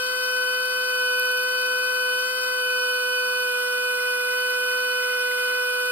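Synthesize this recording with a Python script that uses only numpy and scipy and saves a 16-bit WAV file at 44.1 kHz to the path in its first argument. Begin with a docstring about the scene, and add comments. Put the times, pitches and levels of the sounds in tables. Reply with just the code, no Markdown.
"""Inside a metal brake cylinder a power drill spins a cleaning brush, close to a two-port microphone.
Motor: sines at multiples of rotor speed, which sags a little under load.
Fan, commutator and bristles: shaped stereo noise that rushes, hisses and fizzes.
Brush: noise bursts tick once a chuck turn; random slips and later catches ring the bore modes."""
import sys
import numpy as np
from scipy import signal
from scipy.fft import rfft, irfft, next_fast_len
from scipy.io import wavfile
from scipy.ndimage import map_coordinates

SR = 44100
rng = np.random.default_rng(int(sys.argv[2]) if len(sys.argv) > 2 else 0)


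def wav_out(sig):
    """Save sig, one row per channel (or a flat mono array), as 16-bit PCM at SR to the path in sys.argv[1]."""
    wavfile.write(sys.argv[1], SR, np.round(np.clip(np.atleast_2d(sig).T, -1, 1) * 32767).astype(np.int16))


N = 260840

# rotor speed, sagging as the brush loads the motor: time_s, speed_hz
ROTOR_SPEED = [(0, 126.31), (0.25, 126.11), (0.42, 125.67), (0.68, 126.14), (0.9, 125.83), (1.12, 125.11),
               (1.25, 125.51), (1.37, 125.29), (1.5, 125.84), (1.75, 125.57), (1.88, 125.92), (2.0, 125.65),
               (2.12, 125.21), (2.31, 126.53), (2.52, 125.94), (2.63, 125.38), (2.95, 125.03),
               (3.03, 124.8), (3.13, 125.13), (3.4, 125.02), (3.52, 124.06), (3.8, 124.32), (3.87, 124.63),
               (3.98, 124.14), (4.08, 124.42), (4.2, 123.99), (4.42, 124.91), (4.6, 124.47), (4.77, 124.92),
               (5.0, 124.72), (5.33, 124.23), (5.55, 124.66), (5.68, 124.25), (5.91, 124.41)]
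# main whine, 12 pulses a rotor turn: time_s, level_db, left_minus_right_db
WHINE_SWELL = [(0, -30, 8), (0.2, -29.5, 7), (0.42, -26.5, 6), (0.68, -28.5, 6), (1.05, -25, 2.1),
               (1.35, -25.2, 1.9), (1.55, -27, 5.5), (1.73, -26.2, 4.5), (1.92, -27.5, 6.5),
               (2.12, -25.5, 3.4), (2.31, -30.9, 7.6), (2.52, -28, 5), (2.68, -26, 3.1), (3.03, -26.7, 0.5),
               (3.4, -26.5, 0.7), (3.75, -26.5, 1), (4.2, -27, 1), (4.45, -26.5, 0.5), (5.0, -26.5, 0.2),
               (5.91, -26.5, 1)]
# strong motor partials at slow, usual and fast rotor speed: rotor_multiple, slow_db, usual_db, fast_db,
# slow_left_minus_right_db, fast_left_minus_right_db, left_lead_rad, waver_db
STRONG_PARTIALS = [(4, -34.5, -34, -36, -8.5, -4, 0.24, 0.16), (8, -37, -35, -36.5, -2.7, -1, 2.5, 0.76),
                   (16, -52.5, -55.5, -47, -3, 0, -1.92, 2), (20, -35, -33.5, -36, -3.5, 0.5, -2, 1.04),
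                   (24, -38.5, -33, -37, .5, -2.9, 1.49, 0.99), (25, -53, -55, -49.5, -12.5, 4.5, -3, 3),
                   (28, -49.5, -49, -49.5, -9.5, -1.5, 3, 0.5), (33, -54, -54.5, -54, -3, 3.5, -1.5, 2.5),
                   (36, -46, -42, -48.5, 2, 21.5, 2.5, 1), (39, -62.6, -53, -47.5, 4.5, -1.5, -3, -0.5),
                   (40, -54, -53, -52, -7.5, 2.5, -2.5, 2), (41, -56, -57.5, -48, -2, -5, -4, -1),
                   (44, -48.5, -45.5, -49, -6.5, 1.9, -3, 2.7), (60, -62.5, -60.5, -52, -3, 1.5, 2.7, 4),
                   (80, -53.5, -56.5, -60.5, 0, -2.5, 1.5, 3)]
# faint motor partials, before the port response: rotor_multiple, level_db
FAINT_PARTIALS = [(1, -80), (2, -65.5), (3, -63.5), (6, -67.5), (9, -53.5), (11, -45), (13, -68.5),
                  (17, -56.5), (18, -63.5), (19, -47), (23, -51.5), (26, -57), (29, -57.5), (30, -59),
                  (31, -52), (32, -55), (35, -60.5), (42, -54.5), (45, -52), (48, -56), (49, -54.5),
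                  (56, -60), (64, -51), (65, -55), (69, -54.5), (72, -57.5), (78, -53)]
# brush catching in the bore: time_s, level_db
BRUSH_CATCHES = [(3.9901, -34), (4.054, -36), (4.104, -39), (4.1562, -38), (4.285, -39), (4.3343, -37),
                 (4.3942, -38), (4.5139, -40), (4.531, -38), (4.7105, -38), (4.922, -38), (4.952, -44),
                 (5.001, -37), (5.05, -35), (5.098, -34), (5.128, -35), (5.2258, -38), (5.253, -33),
                 (5.3116, -29), (5.3785, -34), (5.427, -36), (5.4967, -31), (5.5486, -35)]
# cylinder modes before random detuning and scatter: freq_hz, level_db, t60_s
BORE_MODES = [(2010, 0, .045), (2090, -1, .035), (2240, -3, .02), (2650, -7, .015), (3480, -6, .025)]
# brush pressed against the bore: start_s, end_s, scrape_db
BRUSH_PRESSES = [(3.994, 4.547, -55), (4.953, 5.52, -52)]
# relative noise spectra of fan, commutator and bristles: freq_hz, level_db
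FAN_SPECTRUM = [(25, -54), (60, -37), (120, -34), (170, -20), (210, -21.5), (300, -20), (450, -9.5),
                (570, -13.5), (635, -19.5), (715, -4), (790, -8.5), (950, -7.5), (1080, -5), (1350, 2.5),
                (1580, -1), (1750, 1), (1930, -10), (2200, -30)]
HISS_SPECTRUM = [(1500, -35), (1900, -17), (2050, -12), (2200, -15), (2350, -12), (2600, -7.5),
                 (2820, -14.5), (2980, -5), (3300, -12), (3530, -2), (3800, -2.5), (3950, -6), (4150, -2.5),
                 (4330, -4.5), (4520, 0), (4650, 2), (4820, .5), (5000, 1), (5400, -6), (5620, -1),
                 (5820, -4), (6000, -10), (6400, -10), (7300, -40)]
FIZZ_SPECTRUM = [(5400, -30), (6150, -9), (6900, -7.5), (7500, -2), (8200, .5), (9300, -1.5), (9950, 0),
                 (10900, -6.5), (11600, -5), (12600, -1), (13600, -6), (13900, -4.5), (14500, -13),
                 (15600, -10.5)]
# level balance of the ports: freq_hz, left_minus_right_db
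PORT_BALANCE = [(100, -2), (420, -12), (570, -1), (780, -5), (980, -2), (1250, -16), (1440, -5), (1560, 4),
                (1700, -1), (2000, 0), (4320, 1), (4480, 10), (4720, 0)]
# phase between the ports: freq_hz, left_lead_rad
PORT_LEAD = [(450, 0), (620, -3.1), (950, -3), (1320, -6.7), (1450, -6.9), (1740, -9.4), (2380, -9.4),
             (2820, -3.2), (3000, -4.8), (3200, -3.1), (3950, -3.1), (4200, -2.1), (4620, 3.14),
             (7100, 3.14), (10500, .87), (11100, 0)]
# likeness of the noise at the ports: freq_hz, likeness (1 = identical)
PORT_LIKENESS = [(100, .86), (540, .7), (635, .92), (720, .6), (900, .82), (1400, .8), (1560, .55),
                 (1800, .93), (2000, .65), (2220, .95), (2560, .55), (2830, .8), (3060, .5), (3300, .97),
                 (3500, .88), (4200, .75), (4450, .4), (4700, .93), (4950, .9), (5200, .998), (5700, 1),
                 (7000, 1), (7600, .75), (10600, .7), (11500, .99)]

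SLOW_HZ, USUAL_HZ, FAST_HZ = 124.2, 125.2, 126.3  # rotor speeds of the strong partials' levels
CHUCK_GEARING, IDLER_GEARING = 7.4, 2.907  # rotor turns per turn of the chuck, of the middle gear
HISS_DB, HISS_DB_PER_HZ, HISS_ROUGH_DB = -38.5, 1.3, 0.7  # at mean speed; rise with rotor speed; roughness
FIZZ_DB, FIZZ_ROUGH_DB = -39.5, 0.55
GRIP_DB_PER_S, LET_GO_DB_PER_S, LIGHT_TOUCH_DB = 69, 45, -65  # scrape build, fade, resting level
RIM_S, RIM_DB = 1.1974, -16  # hardest rim tick, before scatter and band filter
RIM_RISE_DB_PER_S, RIM_FALL_DB_PER_S = 102, 25
LOW_CUT_HZ, TOP_HZ = 55, 15750
HALF = np.array([[.5], [-.5]])  # splits a left-right difference over the ports


def amp(db):
    """Decibels to gain."""
    return 10 ** (np.asarray(db) / 20)


def unit(x):
    """Scale to rms 1."""
    return x / np.sqrt(np.mean(x ** 2) + 1e-20)


def along(points, hz):
    """Read (freq_hz, value) points on a log axis."""
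    point_hz, value = np.transpose(points)
    return np.interp(np.log(hz + 1), np.log(point_hz + 1), value)


def curves(rows):
    """One value per sample for each column after the time."""
    time_s, *columns = np.transpose(rows)
    return [np.interp(np.arange(N) / SR, time_s, column) for column in columns]


def wobble(rate_hz):
    """Smooth random curve through rate_hz knots a second."""
    coarse_s = np.linspace(0, N / SR, 8192)
    knots = rng.standard_normal(4096)
    coarse = map_coordinates(knots, [coarse_s * rate_hz], mode="wrap")
    return np.interp(np.arange(N) / SR, coarse_s, coarse)


def swell(t_s, start_s, end_s, rise_db_per_s, fall_db_per_s):
    """Envelope in dB: rises to 0 at start_s, holds until end_s, then falls."""
    before_db = rise_db_per_s * np.maximum(start_s - t_s, 0)
    after_db = fall_db_per_s * np.maximum(t_s - end_s, 0)
    return -before_db - after_db


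def filtered(x, response):
    """Apply a frequency response, given as a function of Hz."""
    size = next_fast_len(N + SR // 4)
    spectrum = rfft(x, size) * response(np.fft.rfftfreq(size, 1 / SR))
    return irfft(spectrum, size)[..., :N]


def ports(x):
    """Each frequency reaches the two ports with its own level and phase."""
    def response(hz):
        gain = amp(HALF * along(PORT_BALANCE, hz))
        return gain * np.exp(1j * HALF * along(PORT_LEAD, hz))
    return filtered(x, response)


def rush(spectrum):
    """Shaped stereo noise of rms 1; the mid-side mix sets its likeness at the ports."""
    def shape(hz):
        mix_rad = np.arccos(np.clip(along(PORT_LIKENESS, hz), -1, 1)) / 2
        return amp(along(spectrum, hz)) * [np.cos(mix_rad), np.sin(mix_rad)]
    mid, side = filtered(rng.standard_normal((2, N)), shape)
    return unit(ports(np.array([mid + side, mid - side])))


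def rotor(drag=0.0014, jitter=0.001):
    """Rotor speed_hz and angle_rad; brush drag ripples the angle once per chuck turn."""
    speed_hz = curves(ROTOR_SPEED)[0]
    chuck_rad = 2 * np.pi * np.cumsum(speed_hz) / SR / CHUCK_GEARING
    drag_ripple = drag * (1 + 0.92 * wobble(1.0)) * np.sin(chuck_rad)
    ripple = drag_ripple + jitter * wobble(150)
    angle_rad = 2 * np.pi * np.cumsum(speed_hz * (1 + ripple)) / SR
    return speed_hz, angle_rad


def fan():
    """Fan air: noise with a slowly wavering level."""
    return amp(-41.0 + wobble(8.7) / 2) * rush(FAN_SPECTRUM)


def commutator(speed_hz, angle_rad):
    """Commutator hiss: noise modulated one and four times a rotor turn, louder with speed."""
    sparks = unit(1 + 0.023 * np.sin(angle_rad) + 0.045 * np.sin(4 * angle_rad))
    level_db = HISS_DB + HISS_DB_PER_HZ * (speed_hz - speed_hz.mean())
    rough_db = HISS_ROUGH_DB * (wobble(25) + wobble(120))
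    return amp(level_db + rough_db) * sparks * rush(HISS_SPECTRUM)


def bristles(angle_rad):
    """Bristle fizz on the metal: rough noise throbbing once a chuck turn."""
    throb_db = 0.16 * np.sin(angle_rad / CHUCK_GEARING)
    rough_db = FIZZ_ROUGH_DB * (wobble(14) / 2 + wobble(150))
    return amp(FIZZ_DB + throb_db + rough_db) * rush(FIZZ_SPECTRUM)


def bore_ring(scatter_db, attack_s=0.0024, detune=0.012):
    """One cylinder ring; where the brush touches shifts the modes and their shares."""
    t_s = np.arange(SR // 8) / SR
    modes = 0
    for freq_hz, level_db, t60_s in BORE_MODES:
        decay = amp(level_db + scatter_db * rng.standard_normal() - 60 * t_s / t60_s)
        mode_hz = freq_hz * (1 + detune * rng.standard_normal())
        modes = modes + decay * np.sin(2 * np.pi * mode_hz * t_s)
    return (1 - np.exp(-t_s / attack_s)) * modes


def scrape(angle_rad, swing_db=4):
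    """Dense little slips, strongest once a chuck turn and under pressure, ring the cylinder."""
    struck = rng.random(N) < 700 / SR  # 700 slips a second on average
    slips = struck * rng.standard_normal(N) * amp(swing_db * np.sin(angle_rad / CHUCK_GEARING))
    t_s = np.arange(N) / SR
    pressure = amp(LIGHT_TOUCH_DB)
    for start_s, end_s, scrape_db in BRUSH_PRESSES:
        press_db = swell(t_s, start_s, end_s, GRIP_DB_PER_S, LET_GO_DB_PER_S)
        pressure = pressure + amp(scrape_db + press_db)
    ringing = signal.fftconvolve(slips, bore_ring(scatter_db=-2))[:N]
    return pressure * unit(ringing)


def chatter():
    """Each harder catch of the brush rings the cylinder anew."""
    out = np.zeros(N + SR)
    for time_s, level_db in BRUSH_CATCHES:
        ring = amp(level_db) * bore_ring(scatter_db=3.0)
        out[round(time_s * SR):][:len(ring)] += ring
    return out[:N]


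def strikes(rows):
    """One impulse for each (time_s, level_db) row."""
    out = np.zeros(N)
    for time_s, level_db in rows:
        out[round(time_s * SR)] = amp(level_db)
    return out


def ticks(angle_rad, t60_s=0.0067, bright_hz=12200, width_hz=1300, scatter_db=4.0):
    """Bristles flick over the rim once per chuck turn: short bright noise cracks."""
    turns = (angle_rad - angle_rad[round(RIM_S * SR)]) / (2 * np.pi * CHUCK_GEARING)
    times_s = np.flatnonzero(np.diff(np.floor(turns))) / SR
    levels_db = RIM_DB + swell(times_s, RIM_S, RIM_S, RIM_RISE_DB_PER_S, RIM_FALL_DB_PER_S)
    levels_db = levels_db + scatter_db * rng.standard_normal(len(times_s))
    decay = amp(-60 * np.arange(SR // 20) / SR / t60_s)
    envelope = signal.fftconvolve(strikes(zip(times_s, levels_db)), decay)[:N]
    bursts = envelope * rng.standard_normal(N)
    return filtered(bursts, lambda hz: np.exp(-.5 * ((hz - bright_hz) / width_hz) ** 2))


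def buzz(angle_rad, waver_db=2.0):
    """The slightly uneven rotor adds faint, unsteady tones between the strong ones."""
    tones = 0
    for order, level_db in FAINT_PARTIALS:
        level = amp(level_db + waver_db * wobble(14))
        tones = tones + level * np.sin(round(order) * angle_rad + rng.uniform(0, 2 * np.pi))
    return ports(tones)


def partial(phase_rad, level_db, pan_db, lead_rad, waver_db):
    """One motor tone at the two ports, wavering in level and balance."""
    unrest = 0.74 * wobble(11) + 1.02 * wobble(50) + 0.85 * wobble(190)
    pan_db = pan_db + waver_db * wobble(30) / 2
    level = amp(level_db + waver_db * unrest + HALF * pan_db)
    return level * np.sqrt(2) * np.sin(phase_rad + HALF * lead_rad)


def gears(speed_hz, angle_rad, throb_share=0.42):
    """Slot and gear-tooth tones swell and pan as speed slides past the housing's resonances."""
    throb = throb_share * np.sin(angle_rad / CHUCK_GEARING)
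    out = 0
    for order, slow_db, usual_db, fast_db, slow_pan_db, fast_pan_db, lead_rad, waver_db in STRONG_PARTIALS:
        level_db = np.interp(speed_hz, [SLOW_HZ, USUAL_HZ, FAST_HZ], [slow_db, usual_db, fast_db])
        level_db = level_db + waver_db * throb
        pan_db = np.interp(speed_hz, [SLOW_HZ, FAST_HZ], [slow_pan_db, fast_pan_db])
        out = out + partial(round(order) * angle_rad, level_db, pan_db, lead_rad, waver_db)
    return out


def whine(angle_rad, throb_db=0.07, idler_db=0.2):
    """Main whine, 12 pulses a rotor turn, throbbing with each chuck and middle-gear turn."""
    level_db, pan_db = curves(WHINE_SWELL)
    chuck_db = throb_db * np.sin(angle_rad / CHUCK_GEARING)
    middle_db = idler_db * np.sin(angle_rad / IDLER_GEARING)
    return partial(12 * angle_rad, level_db + chuck_db + middle_db, pan_db, lead_rad=-0.5, waver_db=0.35)


def scene():
    """Drill and brush in the bore, all driven by one rotor."""
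    speed_hz, angle_rad = rotor()
    air = fan() + commutator(speed_hz, angle_rad) + bristles(angle_rad)
    brush = scrape(angle_rad) + chatter() + ticks(angle_rad)
    motor = buzz(angle_rad) + gears(speed_hz, angle_rad) + whine(angle_rad)
    return air + brush + motor


def record(dry):
    """Microphone band: second-order low cut, nothing from TOP_HZ up."""
    def response(hz):
        low_cut = hz ** 2 / np.hypot(hz ** 2, LOW_CUT_HZ ** 2)
        return low_cut * (hz < TOP_HZ)
    return filtered(dry, response)


dry = scene()
out = record(dry)
wav_out(out)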